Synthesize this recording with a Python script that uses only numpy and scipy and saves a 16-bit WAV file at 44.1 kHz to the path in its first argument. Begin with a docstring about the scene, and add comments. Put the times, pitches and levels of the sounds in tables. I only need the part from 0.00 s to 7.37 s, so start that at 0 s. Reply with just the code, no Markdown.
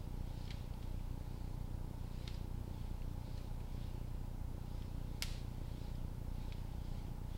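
"""A drain camera's push cable slides back in short pulls and now and then clacks against its reel.
The jacket rubs with a swish that follows each pull; a clack rings the reel and a small hard room.
Heard at the monitor, where the picture signal leaks into the sound as a low buzz, one pulse a
video frame, over rumble, equipment whirr and hiss."""
import sys
import numpy as np
from scipy import signal
from scipy.fft import rfft, irfft
from scipy.io import wavfile
from scipy.ndimage import uniform_filter1d

SR = 44100
rng = np.random.default_rng(int(sys.argv[2]) if len(sys.argv) > 2 else 0)


def int16_out(signal):
    """Quantize to a 16-bit WAV file."""
    q = np.round(np.clip(np.atleast_2d(signal).T, -1, 1) * 32767)
    wavfile.write(sys.argv[1], SR, q.astype(np.int16))


N = 325017
TIME = np.arange(N) / SR


def amp(db):
    """Decibels to gain."""
    return 10 ** (np.asarray(db) / 20)


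def unit(x):
    """Scale to rms 1."""
    return x / np.sqrt(np.mean(x ** 2) + 1e-20)


def lookup(curve, hz):
    """Interpolate a table on a log-frequency axis."""
    freq_hz, value = np.transpose(curve)
    return np.interp(np.log(hz + 1), np.log(freq_hz + 1), value)


def add(mix, start_s, sound):
    """Mix a sound in at start_s."""
    part = mix[max(round(start_s * SR), 0):][:len(sound)]
    part += sound[:len(part)]


def shaped_noise(spectrum):
    """Noise with a tabled spectrum, rms 1."""
    gain = amp(lookup(spectrum, np.fft.rfftfreq(N, 1 / SR)))
    return unit(irfft(rfft(rng.standard_normal(N)) * gain, N))


def band_noise(centre_hz, width_hz):
    """Noise in one resonance, rms 1; a random drift when centred on 0 Hz."""
    detune = (np.fft.rfftfreq(N, 1 / SR) - centre_hz) / width_hz
    return unit(irfft(rfft(rng.standard_normal(N)) / (1 + detune ** 2), N))


# Equipment whirr: centre_hz, width_hz, level_db
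WHIRR_BANDS = [(846, 76, -68.5), (960, 99, -72.5), (1420, 276, -76), (2080, 110, -88)]
# Hum and line-scan whistle: freq_hz, level_db
STEADY_TONES = [(50, -66), (15734, -95)]
# Low rumble: freq_hz, density_db
RUMBLE_SPECTRUM = [(8, -13), (18, -5.5), (27, 6.5), (38, -7.5), (68, 0.5), (90, -3.5), (115, -3.5),
                   (160, -8.5), (210, -16), (280, -12), (390, -20.5), (540, -20), (700, -24.5), (1200, -32),
                   (3000, -59.5)]
# Electronic hiss: freq_hz, density_db
HISS_SPECTRUM = [(300, -7), (1200, -0.5), (2000, 3.5), (4500, 1.5), (6500, -1), (10000, -2.04), (15500, -1)]


def background(rumble_db=-50.5, hiss_db=-68.5):
    """Rumble under the equipment's airy whirr, steady tones and hiss."""
    whirr = sum(amp(db) * band_noise(hz, width_hz) for hz, width_hz, db in WHIRR_BANDS)
    tones = sum(amp(db) * unit(np.sin(2 * np.pi * hz * TIME)) for hz, db in STEADY_TONES)
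    rumble = amp(rumble_db) * shaped_noise(RUMBLE_SPECTRUM)
    hiss = amp(hiss_db) * shaped_noise(HISS_SPECTRUM)
    return rumble + whirr + tones + hiss


# Partials of the frame rate: harmonic, gain_db
BUZZ_PARTIALS = [(1, 1.5), (2, -4.5), (3, -5), (4, -5.5), (5, -11.5), (6, -12.5), (7, -14.5), (8, -17.5),
                 (9, -21), (10, -24.5), (11, -25.5), (12, -24.5), (13, -31), (14, -28.5), (15, -32.5),
                 (16, -50), (17, -30), (18, -31.5), (19, -32), (20, -33.5)]
FRAME_HZ, FIRST_FRAME_S = 29.969, 0.00973


def frame_buzz(level_db=-44.5, rasp_db=-68, flutter=0.044, lilt=0.039,
               jitter_s=0.00017, bass_cut_hz=36, spike_s=0.0016):
    """Picture signal leaking into the sound: one sharp, raspy pulse a frame, uneven in height."""
    cycles = (TIME - FIRST_FRAME_S + jitter_s * band_noise(0, 0.79)) * FRAME_HZ
    wave = np.zeros(N)
    for harmonic, gain_db in BUZZ_PARTIALS:
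        lead_rad = np.arctan((bass_cut_hz / (harmonic * FRAME_HZ)) ** 2)  # from the input's bass cut
        wave += amp(gain_db) * np.cos(2 * np.pi * harmonic * cycles + lead_rad)
    frame = np.round(cycles).astype(int)
    spike = np.exp(-((cycles - frame) / FRAME_HZ / spike_s) ** 2)
    third_frame_accent = lilt * np.cos(2 * np.pi * cycles / 3)
    height = 1 + third_frame_accent + flutter * spike * np.tanh(rng.standard_normal(N))[frame]
    rasp = unit(spike * band_noise(240, 170))
    return amp(level_db) * unit(wave) * height + amp(rasp_db) * rasp


# Colour of a clack: freq_hz, density_db
CLACK_SPECTRUM = [(200, -23), (700, -8), (1300, -6.5), (2100, -0.5), (3000, 0.5), (4200, 3.5), (5200, -0.5),
                  (6200, -6), (7600, -6), (11000, -9), (15500, -17)]


def rough_contact(contact_s, fft_size=4096, bands=70):
    """A snap: each part of the spectrum leaves after its own random delay, scaled by contact_s."""
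    hz = np.fft.rfftfreq(fft_size, 1 / SR)
    band_delay_s = contact_s * rng.gamma(3, 0.5, bands)
    delay_s = np.interp(hz, np.linspace(0, SR / 2, bands), band_delay_s)
    phase_rad = -2 * np.pi * np.cumsum(delay_s) * SR / fft_size
    snap = irfft(amp(lookup(CLACK_SPECTRUM, hz)) * np.exp(1j * phase_rad))[:fft_size // 2]
    return np.pad(snap, (0, SR - len(snap)))


# Small hard room: freq_hz, t60_s
ROOM_DECAY = [(500, .4), (1500, 0.51), (4000, 0.48), (8000, 0.43), (15000, 0.23)]


def room_tail(build_s=0.1, near_db=2, near_s=0.017):
    """A clack's reflections: near surfaces first, then a dense field dying band by band."""
    hz, t, noise = signal.stft(rng.standard_normal(SR), SR, nperseg=128)
    arrivals = np.hypot(amp(near_db) * np.exp(-t / near_s), 1 - np.exp(-t / build_s))
    decay_db = 60 * t / lookup(ROOM_DECAY, hz)[:, None]
    gain = amp(lookup(CLACK_SPECTRUM, hz)[:, None] - decay_db) * arrivals
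    return signal.istft(noise * gain, SR, nperseg=128)[1][:SR]


# Reel resonances: freq_hz, gain_db, t60_s
REEL_MODES = [(1330, 4.5, 0.06), (1810, 0.5, 0.1), (2020, -15, 0.061), (2180, 8.5, 0.051), (2330, 9, .06),
              (3280, 11, 0.057), (4170, -24, 0.069), (4000, -22, 0.15), (4520, 3, .05), (4580, -12, 0.028),
              (4900, 0, 0.086), (5735, -32, .05), (7330, -18, 0.08), (7360, 4, 0.085), (10600, 7, 0.023)]
# Cable hits on the reel: start_s, level_db, contact_s, pitch_hz, cutoff_hz
REEL_HITS = [(0.453, -60, .002, 5200, 6000), (0.477, -56, 0.0018, 3200, 4000),
             (0.5044, -46, .0026, 2230, 5290), (0.5137, -52.5, 0.0014, 3260, 3600),
             (.7370, -62.5, 0.0011, 4460, 6000), (0.8257, -59, 0.0024, 2800, 5000),
             (.9930, -66, 0.0026, 2400, 2820), (2.2758, -44, 0.0018, 3720, 5950),
             (2.3420, -55.5, 0.0034, 5010, 6470), (3.019, -60, 0.001, 2750, 2620),
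             (3.3750, -56, 0.0043, 4160, 9000), (3.6032, -62, 0.002, 2500, 2620),
             (4.822, -59, 0.00063, 3320, 3650), (5.223, -32, 0.00055, 5190, 17000),
             (5.9538, -62, .001, 5030, 5460), (6.522, -51, 0.0014, 2434, 4300),
             (6.531, -61, 0.00089, 3400, 4070)]


def reel_clacks(knock_db=-7, knock_s=0.0018, ring_db=-8, room_db=-0.5):
    """The cable strikes the reel: a snap and a dead knock, then reel ring and room tail."""
    t, out = np.arange(SR) / SR, np.zeros(N)
    for start_s, level_db, contact_s, pitch_hz, cutoff_hz in REEL_HITS:
        snap = rough_contact(contact_s)
        rise = 1 - np.exp(-t / contact_s)
        knock = rise * np.exp(-t / knock_s) * np.sin(2 * np.pi * pitch_hz * t)
        ring = rise * sum(amp(db - 60 * t / t60_s) * np.sin(2 * np.pi * (hz * t + rng.random()))
                          for hz, db, t60_s in REEL_MODES)
        hit = unit(snap) + amp(ring_db) * unit(ring) + amp(room_db) * unit(rise * room_tail())
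        # softer contacts: less treble, more knock
        hit = signal.lfilter(*signal.butter(2, cutoff_hz, fs=SR), hit)
        hit = unit(hit) + amp(knock_db) * (2 * pitch_hz / cutoff_hz) * unit(knock)
        add(out, start_s, amp(level_db) * np.sqrt(0.005) * unit(hit))  # level: all energy in 5 ms
    return out


# Cable pulls, peaking at top speed: peak_s, level_db, rise_s, fall_s, pitch_hz
CABLE_PULLS = [(0.0, -70.5, .1, .16, 3220), (0.46, -64, .26, .22, 4146), (0.84, -69, .08, .24, 3600),
               (1.35, -70.5, .26, 0.43, 4600), (2.3, -63.5, .29, .11, 4300), (2.84, -68.5, .26, 0.17, 3600),
               (3.39, -65.5, .27, .13, 4510), (3.81, -67, .2, .3, 3400), (4.78, -67.5, .2, 0.25, 3750),
               (5.2, -69, 0.22, .36, 4030), (5.86, -66, .37, 0.14, 3850), (6.43, -67, .16, 0.34, 3900),
               (6.96, -66, .24, 0.15, 3700), (7.36, -67, .09, .1, 3560)]


def pull_motion(ease_db=9, ease_shape=1.3, sag_hz_per_db=70, creep_db=-79, creep_hz=2999):
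    """Rub level (dB) and swish pitch (Hz): both rise and fall with each pull, over a slow creep."""
    power = np.full(N, amp(creep_db) ** 2)
    weighted_pitch = creep_hz * power
    for peak_s, level_db, rise_s, fall_s, pitch_hz in CABLE_PULLS:
        from_peak = np.maximum((peak_s - TIME) / rise_s, (TIME - peak_s) / fall_s)
        drop_db = ease_db * from_peak ** ease_shape
        pull_power = amp(level_db - drop_db) ** 2
        power += pull_power
        weighted_pitch += pull_power * (pitch_hz - sag_hz_per_db * drop_db)
    return 10 * np.log10(power), weighted_pitch / power


def contact_resonances(rub, depth_db=2, span_frames=22, span_bins=4):
    """Narrow resonances come and go at random as the point of contact shifts."""
    spectra = signal.stft(rub, nperseg=512, noverlap=384)[2]
    patches = uniform_filter1d(rng.standard_normal(spectra.shape), span_frames, axis=1)
    patches = unit(uniform_filter1d(patches, span_bins, axis=0))
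    return signal.istft(spectra * amp(depth_db * patches), nperseg=512, noverlap=384)[1][:N]


# Jacket friction: freq_hz, density_db
RUB_SPECTRUM = [(900, -27), (1700, -7.5), (2200, -0.5), (2700, -1), (3500, -3.5), (4200, -2), (5200, -3),
                (6000, -12), (8000, -13), (12000, -27), (16000, -34)]


def cable_slide(trim_db=-1, swish_db=-4.5, swish_width_hz=750):
    """The cable jacket rubs: friction noise plus a broad resonance that rises with each pull."""
    level_db, pitch_hz = pull_motion()
    friction = shaped_noise(RUB_SPECTRUM)
    carrier = np.cos(2 * np.pi * np.cumsum(pitch_hz) / SR)
    swish = amp(swish_db) * unit(carrier * band_noise(0, swish_width_hz))
    return amp(level_db + trim_db) * unit(contact_resonances(friction + swish))


def scene():
    """Cable sounds over the buzz and noise of the equipment, mono."""
    return (frame_buzz() + background() + cable_slide() + reel_clacks())[None]


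def record(dry):
    """Steep low-pass at 15850 Hz."""
    lowpass = signal.firwin(1023, 15850, window=("kaiser", 9), fs=SR)
    return signal.oaconvolve(dry, lowpass[None], "same")


dry = scene()
out = record(dry)
int16_out(out)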